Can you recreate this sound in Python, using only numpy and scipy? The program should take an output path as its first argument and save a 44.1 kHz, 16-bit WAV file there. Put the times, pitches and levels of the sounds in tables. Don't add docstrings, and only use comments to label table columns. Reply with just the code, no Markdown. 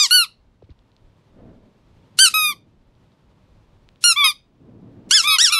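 import sys
import numpy as np
from scipy import signal
from scipy.fft import rfft, irfft, next_fast_len
from scipy.io import wavfile
from scipy.ndimage import uniform_filter1d, minimum_filter1d, map_coordinates

SR = 44100
rng = np.random.default_rng(int(sys.argv[2]) if len(sys.argv) > 2 else 0)


def gain_from_decibels(decibels):
    exponent = np.asarray(decibels, float) / 20
    return 10 ** exponent


def transcribe(u):
    v = np.clip(np.atleast_2d(u).T, -1, 1)
    q = np.round(v * 32767).astype(np.int16)
    wavfile.write(sys.argv[1], SR, q)


N = 246544

# hz, level_db
AIR = [(300, -71), (900, -35.5), (1800, -12.5), (3800, -3), (6000, -3.5), (10000, -7.5), (13000, -20),
       (16000, -40)]


def along(points, hz):
    point_hz, value = np.transpose(points)
    return np.interp(np.log(hz + 1), np.log(point_hz + 1), value)


def unit(x):
    return x / np.sqrt(np.mean(x ** 2) + 1e-20)


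def noise(spectrum, size=N):
    m = next_fast_len(size)
    gain = gain_from_decibels(along(spectrum, np.fft.rfftfreq(m, 1 / SR)))
    return unit(irfft(rfft(rng.standard_normal(m)) * gain, m)[:size])


def wobble(rate_hz, size=N):
    knots = rng.standard_normal(int(size * rate_hz / SR) + 4)
    return map_coordinates(knots, [np.arange(size) * rate_hz / SR])


def add(track, start_s, x):
    i = round(start_s * SR)
    track[max(i, 0):i + len(x)] += x[max(-i, 0):N - i]


def hiss_floor():
    # hz, density_db
    hum = [(59, -29.5), (100, -3.5), (218, -11.5), (293, -15.5), (627, -20.5), (712, -25), (898, -22),
           (1620, -31.5), (3610, -34.5), (15500, -59.5)]
    level_db = -57 + .7 * wobble(3) + .8 * wobble(32)
    return gain_from_decibels(level_db) * noise(hum)


def building_rumble():
    # centre_s, width_s, swell_db
    swells = [
        (1.65, .45, 9),
        (2.77, .2, 5),
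        (3.701, .3, 7),
        (4.95, .3, -7),
        (5.6, .15, 5.5),
    ]
    # hz, density_db
    building = [(12, -34), (20, -0.5), (54, -2.5), (90, -5), (120, -30), (200, -120)]
    t = np.arange(N) / SR
    level_db = -68 + sum(db * np.exp(-((t - s) / width_s) ** 2) for s, width_s, db in swells)
    return gain_from_decibels(level_db + 3 + 4.9 * wobble(11)) * noise(building)


def finger_rub():
    # reached_s, hold_s, level_db, rise_db_per_s, fall_db_per_s
    rubs = [
        (1.39, .13, -46, 260, 75),
        (2.5, 0.038, -50.5, 35.5, 56),
        (4.66, .44, -46, 120, 400),
        (5.27, 0.021, -51.5, 71, 250),
    ]
    # hz, density_db
    case = [(15, -41.5), (25, -12), (65, -15.5), (115, -1.5), (152, -3.5), (288, -6), (1370, -37),
            (3000, -48.5), (3900, -78), (6600, -120)]
    # hz, density_db
    slide = [(15, -42.5), (25, -13), (240, -0.5), (381, -9.5), (655, -11), (832, -25.5), (920, -24),
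             (3000, -43.5), (3900, -73), (6600, -120)]
    x, t = np.zeros(N), np.arange(N) / SR
    case_noise = noise(case)
    colours = [noise(slide), case_noise, case_noise, case_noise]
    for (s, hold_s, db, rise, fall), colour in zip(rubs, colours):
        rub = colour * gain_from_decibels(1.5 * wobble(33))
        press_db = db - rise * np.maximum(s - t, 0) - fall * np.maximum(t - s - hold_s, 0)
        x += gain_from_decibels(uniform_filter1d(press_db, size=2000)) * rub
    return x


def finger_bumps():
    # start_s, level_db, start_hz, end_hz, length_s
    bumps = [
        (0.621, -43, 1115, 281.3, 0.011),
        (0.634, -42, 150, 70, .022),
        (0.69, -43.5, 595, 198, .012),
        (.697, -37.5, 151, 54.6, 0.031),
        (5.277, -44, 196, 39, 0.043),
    ]
    # hz, level_db
    crackle = [(300, -9), (1000, -1), (2200, -1), (4000, 0.5), (6000, -12.5), (9000, -42)]
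    x = np.zeros(N)
    for s, db, start_hz, end_hz, length_s in bumps:
        u = np.arange(0, 1, 1 / (length_s * SR))
        sweep_hz = end_hz + (start_hz - end_hz) * np.exp(-3 * u)
        push = gain_from_decibels(2.8 * wobble(272, len(u))) * np.sin(2 * np.pi * np.cumsum(sweep_hz) / SR)
        envelope = np.sin(np.pi * u) ** 0.73
        add(x, s, gain_from_decibels(db) * envelope * (push + gain_from_decibels(-27.5) * noise(crackle, len(u))))
    return x


def fabric_ticks():
    # start_s, peak_db, ring_hz, decay_cycles
    ticks = [
        (0.6264, -63, 3850, 0.77),
        (0.6963, -57, 2245, 0.62),
        (0.705, -54, 4000, 0.81),
        (0.791, -53, 3550, 0.8),
        (0.9178, -55, 3730, 0.8),
        (0.9655, -46.5, 3980, 0.57),
        (2.952, -59.5, 3900, 0.8),
        (3.1195, -57, 3640, 0.73),
        (3.8894, -37, 3000, 0.28),
        (3.9592, -49, 3260, 0.56),
    ]
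    x = np.zeros(N)
    for s, peak_db, hz, decay_cycles in ticks:
        cycles = np.arange(200) / SR * hz
        envelope = cycles / decay_cycles * np.exp(1 - cycles / decay_cycles)
        add(x, s, gain_from_decibels(peak_db + 9.5) * envelope * np.sin(2 * np.pi * cycles) / 2)
    return x


def room(x, decay, delay_s):
    # hz, level_db
    soft_walls = [(1000, 2), (2500, -4.5), (5000, -2), (9000, 2), (14000, -2.5)]
    hz, t, z = signal.stft(rng.standard_normal(SR // 2), SR, nperseg=128)
    level_db = along(soft_walls, hz)[:, None] - 60 * t / along(decay, hz)[:, None]
    tail = signal.istft(z * gain_from_decibels(level_db), SR, nperseg=128)[1]
    delayed = np.pad(x, (round(delay_s * SR), 0))
    return signal.fftconvolve(delayed, tail / np.linalg.norm(tail))[:N]


def air_puffs():
    # start_s, level_db, length_s
    puffs = [
        (0.092, -45, .01),
        (2.17, -43.5, .016),
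        (4.006, -50, 0.026),
        (5.089, -46.5, .02),
    ]
    x, air = np.zeros(N), noise(AIR)
    for s, db, length_s in puffs:
        u = np.arange(0, 1.3, 1 / (length_s * SR))
        envelope = gain_from_decibels(db - 21 * (0.5 - u)) * np.minimum(6 * u, 1)
        add(x, s, envelope * air[round(s * SR):][:len(u)])
    return x


def grip(strokes, name, speaks_hz=None, choke_db=0.0, opens_db=0.0):
    grips = {"opening": (.4, 1.3, 2.2, 0.45, .11, 0.0066), "rebound": (.3, 0.71, 1.6, .9, .26, .0105),
             "squeeze": (.34, 0.76, 2.1, .72, .055, 0.011), "gentle": (0.4, .9, 0.95, .1, .075, 0.0087),
             "hard": (.42, 1.5, 1.7, .12, 0.038, .012), "long": (.1, .7, 1.3, .6, .14, 0.014),
             "suck": (.12, .7, 1.4, 1.1, 0.16, .007), "swelling": (0.23, .6, 1.45, .8, 0.2, 0.01),
             "muffled": (.27, .85, 1.1, 0.68, 0.093, .009), "stray": (0.23, .8, 1.6, 1.1, .03, 0.0067),
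             "whistle": (.5, .8, 1.8, .9, .02, .008)}
    rise_share, swell, bend, db_per_pct, drop, drop_s = grips[name]
    u, curves = np.linspace(0, 1, 40), []
    for s, length_s, top_hz, end_hz, db in strokes:
        first_hz = speaks_hz or .94 * top_hz
        up = np.clip(u / rise_share, 0, 1)
        down = np.clip((u - rise_share) / (1 - rise_share), 0, 1)
        dying = np.exp((u - 1) * length_s / drop_s)
        rise_hz = (top_hz - first_hz) * np.sin(np.pi / 2 * up) ** swell
        sag_hz = (top_hz - end_hz) * np.sin(np.pi / 2 * down) ** bend
        hz = (first_hz + rise_hz - sag_hz) * (1 - drop * dying)
        covered_db = opens_db * np.maximum(1 - u / .65, 0)
        level_db = db - db_per_pct * 100 * (1 - hz / top_hz) - choke_db * dying - covered_db
        curves.append(np.c_[s + u * length_s, hz, level_db])
    return curves


def reed(strokes, pipe, air, rough, hiss_db, rise=0.0016, fall=0.0083, skew=.3, linger=.004, pop_db=-40, count=14):
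    # hz, lift_db
    sheen = [(11500, 0.5), (13500, 5), (15300, 18)]
    out, k = np.zeros(N), np.arange(1, count + 1)[:, None]
    for rows in strokes:
        s, hz, db = np.transpose(rows)
        t = np.arange(s[0] - .008, s[-1] + .06, 1 / SR)

        def smooth(values):
            return uniform_filter1d(np.interp(t, s, values), size=300, mode="nearest")

        early = np.maximum(s[0] + 0.0011 - t, 0) / rise * (s[0] > 0)
        after = np.maximum(t - s[-1] - .002, 0) * (s[-1] < N / SR - .01)
        jitter = rough * .012 * wobble(500, len(t))
        pitch_hz = smooth(hz) * (1 + jitter - 0.023 * early - 0.046 * np.minimum(after / fall, 9))
        phase = 2 * np.pi * np.cumsum(pitch_hz) / SR

        flutter_db = rough * np.sqrt(k) * 2.2 * np.array([wobble(200, len(t)) for _ in k])
        below_db = smooth(db) - db.max()
        swing_db = 0.019 * k * below_db - (early + after / fall) * (12 + 4 * k)
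        colour_db = along(pipe, k * pitch_hz) + along(sheen, k * pitch_hz)
        gain = gain_from_decibels(smooth(db) + colour_db + swing_db + flutter_db)
        tone = np.sqrt(2) * np.sum(gain * np.cos(k * phase + skew * k * k), axis=0)

        gusts = gain_from_decibels(2.8 * wobble(45, len(t)))
        jet = (1 + 0.81 * np.cos(phase)) * gusts * noise(air, len(t))
        pop = gain_from_decibels(pop_db - 20 * early) * np.exp(-np.maximum(t - s[0], 0) / 0.0053)
        leak = gain_from_decibels(hiss_db - 6.1 * (early + after / linger)) + pop / 2
        add(out, t[0], tone * (1 + pop) + leak * gain_from_decibels(db.max() + 0.29 * below_db) * jet)
    return out


def shell_beat(strokes):
    # hz, level_db
    beat = [(120, -25), (250, -2), (600, 0.5), (900, 0)]
    shell_hz, beat_db = 3894, -45.5
    beats = []
    for rows in strokes:
        s, hz, db = np.transpose(rows)
        beats.append(np.c_[s, np.abs(3 * hz - shell_hz), db + beat_db])
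    return reed(beats, beat, AIR, rough=.3, hiss_db=-59, count=1)


def toys():
    # start_s, length_s, top_hz, sagged_hz, top_db
    opening = [
        (-.03, .094, 1230, 1072, -13.5),
    ]
    rebound = [
        (.108, .144, 1494, 1360, -8.5),
    ]
    squeeze = [
        (2.188, .096, 1569, 1360, -6),
    ]
    gentle = [
        (4.039, .09, 1431, 1365, -15),
    ]
    hard = [
        (5.109, .104, 1764, 1356, -11.5),
        (5.384, .112, 1937, 1373, -11.5),
    ]
    long_suck = [
        (2.34, 0.19, 1278, 1207, -20),
    ]
    suck = [
        (4.241, .078, 1268, 1196, -15),
        (5.273, .099, 1265, 1282, -19),
        (5.522, .12, 1310, 1331, -20.5),
    ]
    muffled = [
        (4.162, .124, 1185, 1076, -9.5),
        (5.238, .133, 1204, 1107, -16),
        (5.498, .12, 1224, 1104, -21),
    ]
    # start_s, length_s, top_hz, sagged_hz, top_db
    third = [
        (5.522, .053, 1419, 1332, -22),
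    ]
    under = [
        (5.109, 0.0142, 1130, 1114, -24),
        (5.135, .06, 1295, 1282, -35),
        (5.386, .074, 1388, 1145, -30),
    ]
    lone_tones = [
        (5.138, .04, 2166, 2100, -24.5),
        (5.302, .053, 4480, 4326, -18.5),
    ]
    # hz, level_db
    opening_pipe, rebound_pipe = [ (1170, -16.5), (2330, -12.5), (3500, -6.5), (4670, 0), (5830, -6),
                                  (7000, -6.5), (8160, -12), (9330, -35.5), (10500, -37.5), (11660, -19),
                                  (12830, -49), (14000, -59.5), (15160, -65)], [ (1440, -11), (2890, -6.5), (4330, -3),
                                                        (5770, -20.5), (7220, -31), (8660, -21),
                                                        (10100, -10), (11540, -17.5), (12990, -29),
                                                        (14430, -37.5), (15870, -88)]
    squeeze_pipe, gentle_pipe = [ (1490, -11), (2980, -4.5), (4470, -2.5), (5950, -10), (7440, -14.5),
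                                 (8930, -3), (10420, -14.5), (11910, -21), (13400, -28.5), (14890, -46.5),
                                 (16370, -102)], [ (1400, -9.5), (2800, -4.5), (4200, -2.5),
                                                       (5600, -3), (7000, -11), (8400, -17), (9800, -3.5),
                                                       (11200, -14.5), (12600, -30), (14000, -42),
                                                       (15400, -62.5)]
    hard_pipe, long_suck_pipe = [ (1300, -13), (1900, -15.5), (2700, -9), (3300, -3.5), (3900, -7),
                                 (4600, -6), (5400, 0.5), (6200, -11.5), (7200, -10), (8500, -18),
                                 (10000, -15.5), (12000, -41), (14000, -46), (16000, -101)], [ (1240, -4), (2480, 0), (3720, -2), (4970, -9.5),
                                                    (6210, -14.5), (7450, -29), (8690, -13), (9930, -17.5),
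                                                    (11170, -5), (12410, -12), (13650, -35.5),
                                                    (14900, -33.5), (16140, -88.5)]
    suck_pipe, muffled_pipe = [ (1270, -9.5), (2540, -4), (3810, -0.5), (5080, -6.5), (6350, -18.5),
                               (7620, -33.5), (8890, -16.5), (10160, -9.5), (11430, -13.5), (12700, -23.5),
                               (13970, -35.5), (15240, -56.5)], [ (1150, -9), (2300, -5.5), (3460, -2.5), (4610, -23.5),
                                                  (5760, -31), (6910, -42), (8060, -48), (9220, -30.5),
                                                  (10370, -32.5), (11520, -27), (12670, -41.5),
                                                  (13820, -49), (14980, -71)]
    # hz, level_db
    thin_air = [(300, -60), (1000, -15.5), (2000, -14), (5500, -21), (7000, -6.5), (8200, -5), (10500, -16),
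                (13500, -11.5), (16000, -32)]
    push_hz, pull_hz, muffled_hz = 1394, 1243, 1088

    opening_curves = grip(opening, "opening")
    rebound_curves = grip(rebound, "rebound", push_hz)
    squeeze_curves = grip(squeeze, "squeeze", push_hz)
    gentle_curves = grip(gentle, "gentle", push_hz, choke_db=6.5)
    third_curves = grip(third, "stray", 1420, choke_db=4.5)
    hard_curves = grip(hard, "hard", push_hz, choke_db=6)
    long_curves = grip(long_suck, "long", pull_hz, choke_db=11.5)
    suck_curves = grip(suck, "suck", pull_hz, choke_db=5.5)
    muffled_curves = grip(muffled[:1], "swelling", muffled_hz, choke_db=12.5, opens_db=7.5)
    muffled_curves += grip(muffled[1:], "muffled", muffled_hz, opens_db=2)
    under_curves = grip(under, "stray", choke_db=6.5)
    lone_tone_curves = grip(lone_tones[:1], "whistle", 1900) + grip(lone_tones[1:], "stray", 4485, choke_db=5)

    x = reed(opening_curves, opening_pipe, AIR, rough=.25, hiss_db=-22, skew=0.063, linger=0.044)
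    x -= reed(rebound_curves, rebound_pipe, thin_air, rough=0.13, hiss_db=-35, pop_db=-18)
    x += reed(squeeze_curves, squeeze_pipe, AIR, rough=0.22, hiss_db=-26.5,
              rise=.0015, fall=0.0037, linger=.035, pop_db=-3)
    x += reed(gentle_curves + third_curves, gentle_pipe, thin_air, rough=0.25, hiss_db=-23.5,
              rise=0.0013, fall=.003, linger=.015, pop_db=-7.5)
    x += reed(hard_curves, hard_pipe, AIR, rough=0.41, hiss_db=-19.5,
              rise=.0015, fall=0.007, linger=0.065, pop_db=-4.0)
    x += reed(long_curves, long_suck_pipe, thin_air, rough=0.077, hiss_db=-36.5, rise=0.0031, pop_db=-12)
    x += reed(suck_curves, suck_pipe, thin_air, rough=0.11, hiss_db=-31.5)
    x += reed(muffled_curves + under_curves, muffled_pipe, thin_air, rough=.07, hiss_db=-41, rise=.006)
    x += gain_from_decibels(-3) * reed(lone_tone_curves, [(4600, -3.0), (8000, -60)], AIR, rough=.2, hiss_db=-63)

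    x = signal.sosfilt(signal.butter(4, 750, "high", fs=SR, output="sos"), x)
    beating = rebound_curves + squeeze_curves + gentle_curves + [muffled_curves[0][12:]]
    return x + shell_beat(beating) + air_puffs()


def scene():
    # hz, t60_s
    near_walls = [(1000, 0.1), (3000, 0.092), (6000, 0.091), (12000, 0.031)]
    # hz, t60_s
    far_walls = [(1300, .13), (2500, .24), (5000, .24), (12000, .13)]
    squeaks = toys()
    pole = np.exp(-1 / (.16 * SR))
    loudness = np.abs(signal.lfilter([1 - pole], [1, -pole], np.abs(squeaks)))
    duck = gain_from_decibels(-6 * loudness / (loudness + 0.0048))
    near = gain_from_decibels(-13.5) * room(squeaks, near_walls, .003)
    far = gain_from_decibels(-21.5) * room(squeaks, far_walls, .008)
    handling = fabric_ticks() + finger_bumps() + finger_rub()
    return (squeaks + near + far + duck * hiss_floor() + building_rumble() + handling)[None]


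def low_pass(x):
    return signal.sosfilt(signal.butter(12, 15710, fs=SR, output="sos"), x)


def record(dry):
    need = np.minimum(1, .86 / (np.abs(dry) + 1e-9))
    gain = uniform_filter1d(minimum_filter1d(need, size=400, axis=1), size=200, axis=1)
    m = next_fast_len(N)
    passed = np.fft.rfftfreq(m, 1 / SR) < 15720
    mix = irfft(rfft(dry * gain, m) * passed, m)[:, :N]
    return low_pass(mix)


dry = scene()
out = record(dry)
transcribe(out)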